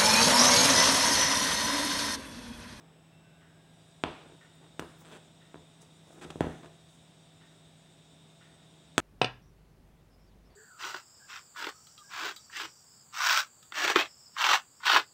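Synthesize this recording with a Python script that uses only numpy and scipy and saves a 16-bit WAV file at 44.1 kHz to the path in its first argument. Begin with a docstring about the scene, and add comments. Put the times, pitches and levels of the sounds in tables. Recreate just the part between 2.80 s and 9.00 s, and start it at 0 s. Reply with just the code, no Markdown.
"""Hook embroidery, close up

In a small room a needle pops through cloth stretched in a frame, which rings like a small drum, and
the hook plucks on its way back. Thread rasps through the weave, swishes and squeaks; fingers brush.
Behind it are a low hum, a thin whistling hiss, far squeals and a faint clock tick once a second."""
import sys
import numpy as np
from scipy import signal
from scipy.fft import rfft, irfft
from scipy.io import wavfile

SR = 44100
rng = np.random.default_rng(int(sys.argv[2]) if len(sys.argv) > 2 else 0)


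def put_to_file(sound):
    """Save the sound as 16-bit audio at rate SR, in the file named by the first command-line argument."""
    columns = np.atleast_2d(sound).T  # one column per channel
    safe = np.clip(columns, -1, 1)
    whole_steps = np.round(safe * 32767)
    wavfile.write(sys.argv[1], SR, whole_steps.astype(np.int16))


N = 273552
TIME = np.arange(N) / SR

# modes of the frame and the taut cloth: f/Hz, width/Hz, gain/dB
CLOTH_MODES = [(99, 9.1, -23.5), (165, 34, -11.5), (317, 217, 0.5), (667, 115, -12), (900, 425, -10.5),
               (1342, 330, -9), (2370, 790, -14), (3275, 520, -14), (6240, 1030, -22.5), (7600, 650, -15),
               (14500, 1400, -42)]


def from_db(db):
    """Decibels to gain."""
    return 10 ** (np.asarray(db) / 20)


def rms_one(x):
    """Scale to unit rms."""
    return x / np.sqrt(np.mean(x ** 2) + 1e-20)


def at_hz(points, hz):
    """Read a curve on a log-frequency axis."""
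    f, value = np.transpose(points)
    return np.interp(np.log(np.maximum(hz, 1)), np.log(f), value)


def butter(x, hz, kind, order=2):
    """Causal Butterworth filter."""
    sections = signal.butter(order, np.clip(hz, 10, SR / 2 - 100), kind, fs=SR, output="sos")
    return signal.sosfilt(sections, x + 1e-18)


def drift(rate_hz):
    """Smooth random wander around zero."""
    knots = rng.standard_normal(N // 100)
    return np.interp(TIME * rate_hz, np.arange(len(knots)), knots)


def swell(centre_s, width_s):
    """A bell-shaped rise and fall."""
    return np.exp(-((TIME - centre_s) / width_s) ** 2 / 2)


def noise(spectrum):
    """Steady noise of a given colour, rms 1."""
    hz = np.linspace(0, SR / 2, N // 2 + 1)
    return rms_one(irfft(rfft(rng.standard_normal(N)) * from_db(at_hz(spectrum, hz)), N))


def tone(hz, wander_hz, rate_hz, flutter_db):
    """A sine of rms 1 that wavers in pitch and level."""
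    pitch = hz + wander_hz * (drift(rate_hz) + drift(1.5) / 2)
    return rms_one(np.sin(2 * np.pi * np.cumsum(pitch) / SR) * from_db(flutter_db * drift(35)))


def resonate(x, modes, tilt_db=0, pivot_hz=300):
    """Parallel damped modes; the tilt in dB per octave turns their gains about the pivot."""
    out = 0
    for hz, width, db in modes:
        r = np.exp(-np.pi * width / SR)
        gain = from_db(db + tilt_db * np.log2(hz / pivot_hz)) * (1 - r * r) / 2
        feedback = [1, -2 * r * np.cos(2 * np.pi * hz / SR), r * r]
        out = out + signal.lfilter([gain, 0, -gain], feedback, x + 1e-18)
    return out


def add(track, s, sound):
    """Mix a sound in at a time."""
    start = int(np.clip(round(s * SR), 0, N - 1))
    track[start:start + len(sound)] += sound[:N - start]


def room(x, wall_s=0.0063, near_db=-5):
    """Weak scatter from things nearby, then the walls answer with a tail that dies band by band."""
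    # colour of the tail: f/Hz, gain/dB
    colour = [(40, 20), (75, 8), (150, -4.5), (300, -3.5), (800, 1), (1500, -4.5), (3200, -4), (7000, -4),
              (15000, -4.5)]
    # decay of the tail: f/Hz, t60/s
    decay = [(60, 0.22), (300, 0.43), (1000, 0.43), (3000, 0.67), (8000, 0.98), (15000, 0.75)]
    t, tail = TIME[:SR * 3 // 4], 0
    edges = np.geomspace(30, 17000, 15)
    white = rng.standard_normal((2, len(t)))
    for k, (low, high) in enumerate(zip(edges, edges[1:])):
        hz = np.sqrt(low * high)
        band = butter(white[k % 2], [low, high], "band", order=3) * from_db(-60 * t / at_hz(decay, hz))
        band *= np.where(t < wall_s, from_db(near_db) * np.sqrt(t / wall_s), 1)
        share = 2 * (high - low) / SR
        tail = tail + band * np.sqrt(share / np.sum(band ** 2)) * from_db(at_hz(colour, hz))
    return signal.fftconvolve(x, tail)[:N]


def room_tone(level_db=-60.5):
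    """A steady bed of dark room noise."""
    # noise colour: f/Hz, relative level/dB
    colour = [(25, 3), (50, 0.5), (90, 0), (135, 1.5), (200, 0), (245, -6.5), (272, -3), (370, -5),
              (560, -10), (740, -8.5), (1150, -14.5), (1850, -17), (3000, -16), (4200, -27.5)]
    return from_db(level_db) * noise(colour)


def hum(hum_hz=160, hum_db=-62):
    """A low, slightly wavering hum with fainter whines above it."""
    # whines: f/Hz, level/dB, wander/Hz
    whines = [(259.4, -76, 5.4), (598, -79.5, 0.74), (671, -75, 2.61), (895, -92, 0.25), (4570, -86, 33),
              (5290, -80, 6.73), (6750, -86, 10), (7400, -94, 2.3), (7890, -82, 12), (8000, -74.5, 3.75)]
    low = from_db(hum_db) * tone(hum_hz, wander_hz=1.2, rate_hz=25, flutter_db=.7)
    high = sum(from_db(db) * tone(hz, wander, rate_hz=25, flutter_db=1) for hz, db, wander in whines)
    return low + high


def whistling_hiss(opens_s=.72, rise_s=0.29, creep_db_per_s=0.25, sharp_by=.035, settle_s=.6):
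    """A thin hiss opens up once, then creeps louder; its shimmering whistles start sharp and settle."""
    # hiss colour: f/Hz, relative level/dB
    colour = [(2200, -9), (2900, -5), (3750, 10.5), (4250, -3), (5400, -3.5), (6300, -12), (7400, -6.5),
              (8200, 0.5), (9000, -9), (10000, -16.5), (12500, -17.5), (15500, -37)]
    # whistles: f/Hz, level before the lift/dB
    whistles = [(3570, -89), (4619, -92), (5701, -95), (6465, -94.5), (7070, -89.5), (8226, -87.5),
                (8960, -89.5), (9450, -101), (10340, -100.5)]
    since = np.maximum(TIME - opens_s, 0)
    opening = np.minimum(since / rise_s, 1)
    hiss_db = -69 + 5 * opening + creep_db_per_s * since
    hiss = from_db(hiss_db) * butter(noise(colour), 1680, "high")
    lift_db = 2.5 + 11 * opening
    bend = 1 + sharp_by * np.exp(-since / settle_s)
    shimmer = sum(from_db(db) * tone(hz * bend, wander_hz=42, rate_hz=220, flutter_db=3.5)
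                  for hz, db in whistles)
    return hiss + from_db(lift_db) * shimmer


def far_squeals():
    """Faint, unsteady tones swell and fade in the distance, and a thin high whistle swells and fades among
    them."""
    # squeals, the last row a thin high whistle: centre t/s, width/s, f/Hz, level/dB
    squeals = [(0.415, 0.16, 2696, -73.5), (0.574, 0.13, 1510, -73.5), (0.773, 0.24, 1625, -75),
               (1.05, 0.68, 11230, -82)]
    return sum(from_db(db) * swell(s, width) * tone(hz, wander_hz=25, rate_hz=150, flutter_db=2)
               for s, width, hz, db in squeals)


def clock(first_s=.61, period_s=1, tick_db=-63, tock_db=-60, t60_s=0.7):
    """From far off each tick arrives only as a short wash of reverberation; every other one is louder."""
    # modes of the clock's case: f/Hz, width/Hz, gain/dB
    case_modes = [(1464, 250, -1), (1820, 120, 1), (2780, 140, -7)]
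    beat, since = np.divmod(TIME - first_s, period_s)
    beat_db = np.where(beat % 2, tock_db, tick_db)
    wash = (beat >= 0) * from_db(beat_db - 60 * since / t60_s)
    ring = resonate(rng.standard_normal(N), case_modes)
    return wash * rms_one(butter(ring, 1000, "high"))


def fingers(grain_db=4, skin_hz=2500):
    """Skin brushing the weave stirs mainly the low modes of the cloth."""
    # brushes: centre t/s, width/s, level/dB
    brushes = [(0.013, 0.088, -62.5), (1.474, 0.057, -57), (1.838, 0.032, -58), (2.214, 0.038, -61.5),
               (2.328, 0.021, -55), (3.027, 0.021, -59), (3.368, 0.066, -59.5), (3.464, 0.038, -59),
               (3.857, 0.04, -58)]
    pressure = sum(from_db(db) * swell(s, width) for s, width, db in brushes)
    friction = butter(rng.standard_normal(N) * from_db(grain_db * drift(140)), skin_hz, "low")
    return pressure * rms_one(resonate(friction, CLOTH_MODES, tilt_db=-9.0))


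def thread_squeak(band_hz=(14100, 15900)):
    """Taut thread on the polished steel hook gives a very high, airy squeak."""
    # squeaks: centre t/s, width/s, level/dB
    squeaks = [(1.754, 0.004, -67), (2.205, 0.018, -63), (2.317, 0.033, -74), (3.34, 0.0062, -68)]
    pressure = sum(from_db(db) * swell(s, width) for s, width, db in squeaks)
    return pressure * rms_one(butter(rng.standard_normal(N), band_hz, "band"))


def thread_swish(grain_db=3):
    """Fibres sliding over each other make a bright, grainy hiss."""
    # smooth slides: centre t/s, width/s, level/dB
    slides = [(2.212, 0.015, -61), (3.021, 0.01, -55.5), (3.34, 0.096, -65.5), (3.667, 0.14, -66),
              (4.122, 0.045, -67)]
    speed = sum(from_db(db) * swell(s, width) for s, width, db in slides)
    fibres = noise([(300, -39), (3000, -1), (6000, 14.5), (10000, 15), (13000, 2), (15500, 3)])
    return speed * rms_one(fibres * from_db(grain_db * drift(400)))


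def thread_rasp(grit_db=-3, grit_s=0.0055, taut_rate_ratio=.65, jitter=.06):
    """Twisted thread sticks and slips in the hole, ever slower as it tightens."""
    # pulls: t/s, length/s, starting slip rate/Hz, strength/dB, growth/dB, tilt/(dB per octave)
    pulls = [(2.249, 0.081, 171, -20, -2.5, 1), (2.314, .062, 242, -16, -1, 0),
             (3.4136, .034, 330, -13.5, 2, -0.5), (3.5034, 0.0049, 420, -4, -1.5, -1.2),
             (3.834, 0.039, 77, -14, 2.5, -3)]
    out, fade = 0, np.exp(-TIME[:SR // 50] / grit_s)
    for start, length, rate, db, growth_db, tilt_db in pulls:
        s, slips = start, np.zeros(N)
        for gap, size_db in rng.standard_normal((100, 2)):
            progress = (s - start) / length
            if progress > 1:
                break
            add(slips, s, from_db([db + growth_db * progress + size_db]))
            s += np.exp(jitter * gap) / (rate * taut_rate_ratio ** progress)
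        # each slip flicks the cloth and scrapes a few fibres
        grit = signal.oaconvolve(slips, fade / np.linalg.norm(fade))[:N] * rng.standard_normal(N)
        out = out + resonate(from_db(grit_db) * grit - slips, CLOTH_MODES, tilt_db)
    return butter(out, 11600, "low")


def crackle(decay_s=0.0031):
    """A few fibres giving way: a very short bright burst of unit energy."""
    t = TIME[:SR // 10]
    burst = butter(rng.standard_normal(len(t)) * np.exp(-t / decay_s), 5000, "high")
    return burst / np.linalg.norm(burst)


def needle(node_db=4.5, even_contact_hz=4000, blunt_tilt_db=1.75):
    """The cloth is pushed, lets go with a brief crackle and rings like a small drum."""
    # needle and hook pops: t/s, strength/dB, contact cut-off/Hz, crackle/dB,
    # place across the frame/0-1, room send/dB
    pops = [(1.238, 18, 3500, -21.5, 0.31, -2.5), (1.9949, 11, 2000, -1.5, 0.18, -3),
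            (2.024, 3.5, 1200, -17, 0.29, -2.5), (2.744, -0.5, 1720, -21, .34, -5),
            (2.7575, -1.5, 1000, -14, 0.2, -3), (3.451, 1.5, 400, -22, 0.2, 3.5),
            (3.5575, 6, 620, -14, 0.14, -2), (3.6071, 9, 2960, -10, 0.4, 3.5),
            (3.608, 24.5, 670, -18, 0.14, -9.5), (3.6439, 13, 696, -22, 0.18, -1),
            (3.6686, 11.5, 620, -22, 0.13, -1), (6.1804, 19, 8600, -7, .39, -2.5)]
    # standing waves of the room: f/Hz, width/Hz, gain/dB
    room_modes = [(63, 5, 6), (94, 5, 10), (129, 5, 8), (160, 5, 6), (212, 5, 5), (245, 6, 4), (294, 6, 5),
                  (435, 7, 4), (665, 8, 5)]
    direct, to_room = np.zeros((2, N))
    for s, db, contact_hz, crackle_db, place, send_db in pops:
        # a mode is weak when the needle stands near one of its nodes
        modes = [(hz, width, level + node_db * np.cos(2 * np.pi * k * place))
                 for k, (hz, width, level) in enumerate(CLOTH_MODES)]
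        release = butter(signal.unit_impulse(SR // 10), contact_hz, "low")
        tilt_db = blunt_tilt_db * np.log2(contact_hz / even_contact_hz)  # blunt contacts favour the bass
        # the crackle radiates differently toward the microphone and toward the walls
        for path, path_db in ((direct, 0), (to_room, send_db)):
            pop = resonate(release + from_db(crackle_db) * crackle(), modes, tilt_db)
            add(path, s, from_db(db + path_db) * pop)
    return direct + room(to_room) + resonate(to_room, room_modes)


def scene(room_send_db=-3.5):
    """Needle, thread and fingers close by, the room behind."""
    handling = thread_rasp() + thread_swish() + thread_squeak() + fingers()
    stitching = needle() + handling + from_db(room_send_db) * room(handling)
    background = clock() + room_tone() + hum() + whistling_hiss() + far_squeals()
    return (stitching + background)[None]


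def record(dry, low_cut_hz=76.0, high_cut_hz=15900):
    """The microphone sheds the deep bass and has a few dips; the top is cut steeply."""
    # dips in the microphone's response: f/Hz, width/Hz, gain/dB
    dips = [(2080, 100, -1), (4370, 1910, -5), (12650, 12000, -10)]
    x = butter(dry, low_cut_hz, "high", order=3)
    for hz, width_hz, db in dips:
        band = signal.lfilter(*signal.iirpeak(hz, hz / width_hz, fs=SR), x)
        x = x + (from_db(db) - 1) * band
    return signal.sosfilt(signal.ellip(10, .1, 70, high_cut_hz, fs=SR, output="sos"), x)


dry = scene()
out = record(dry)
put_to_file(out)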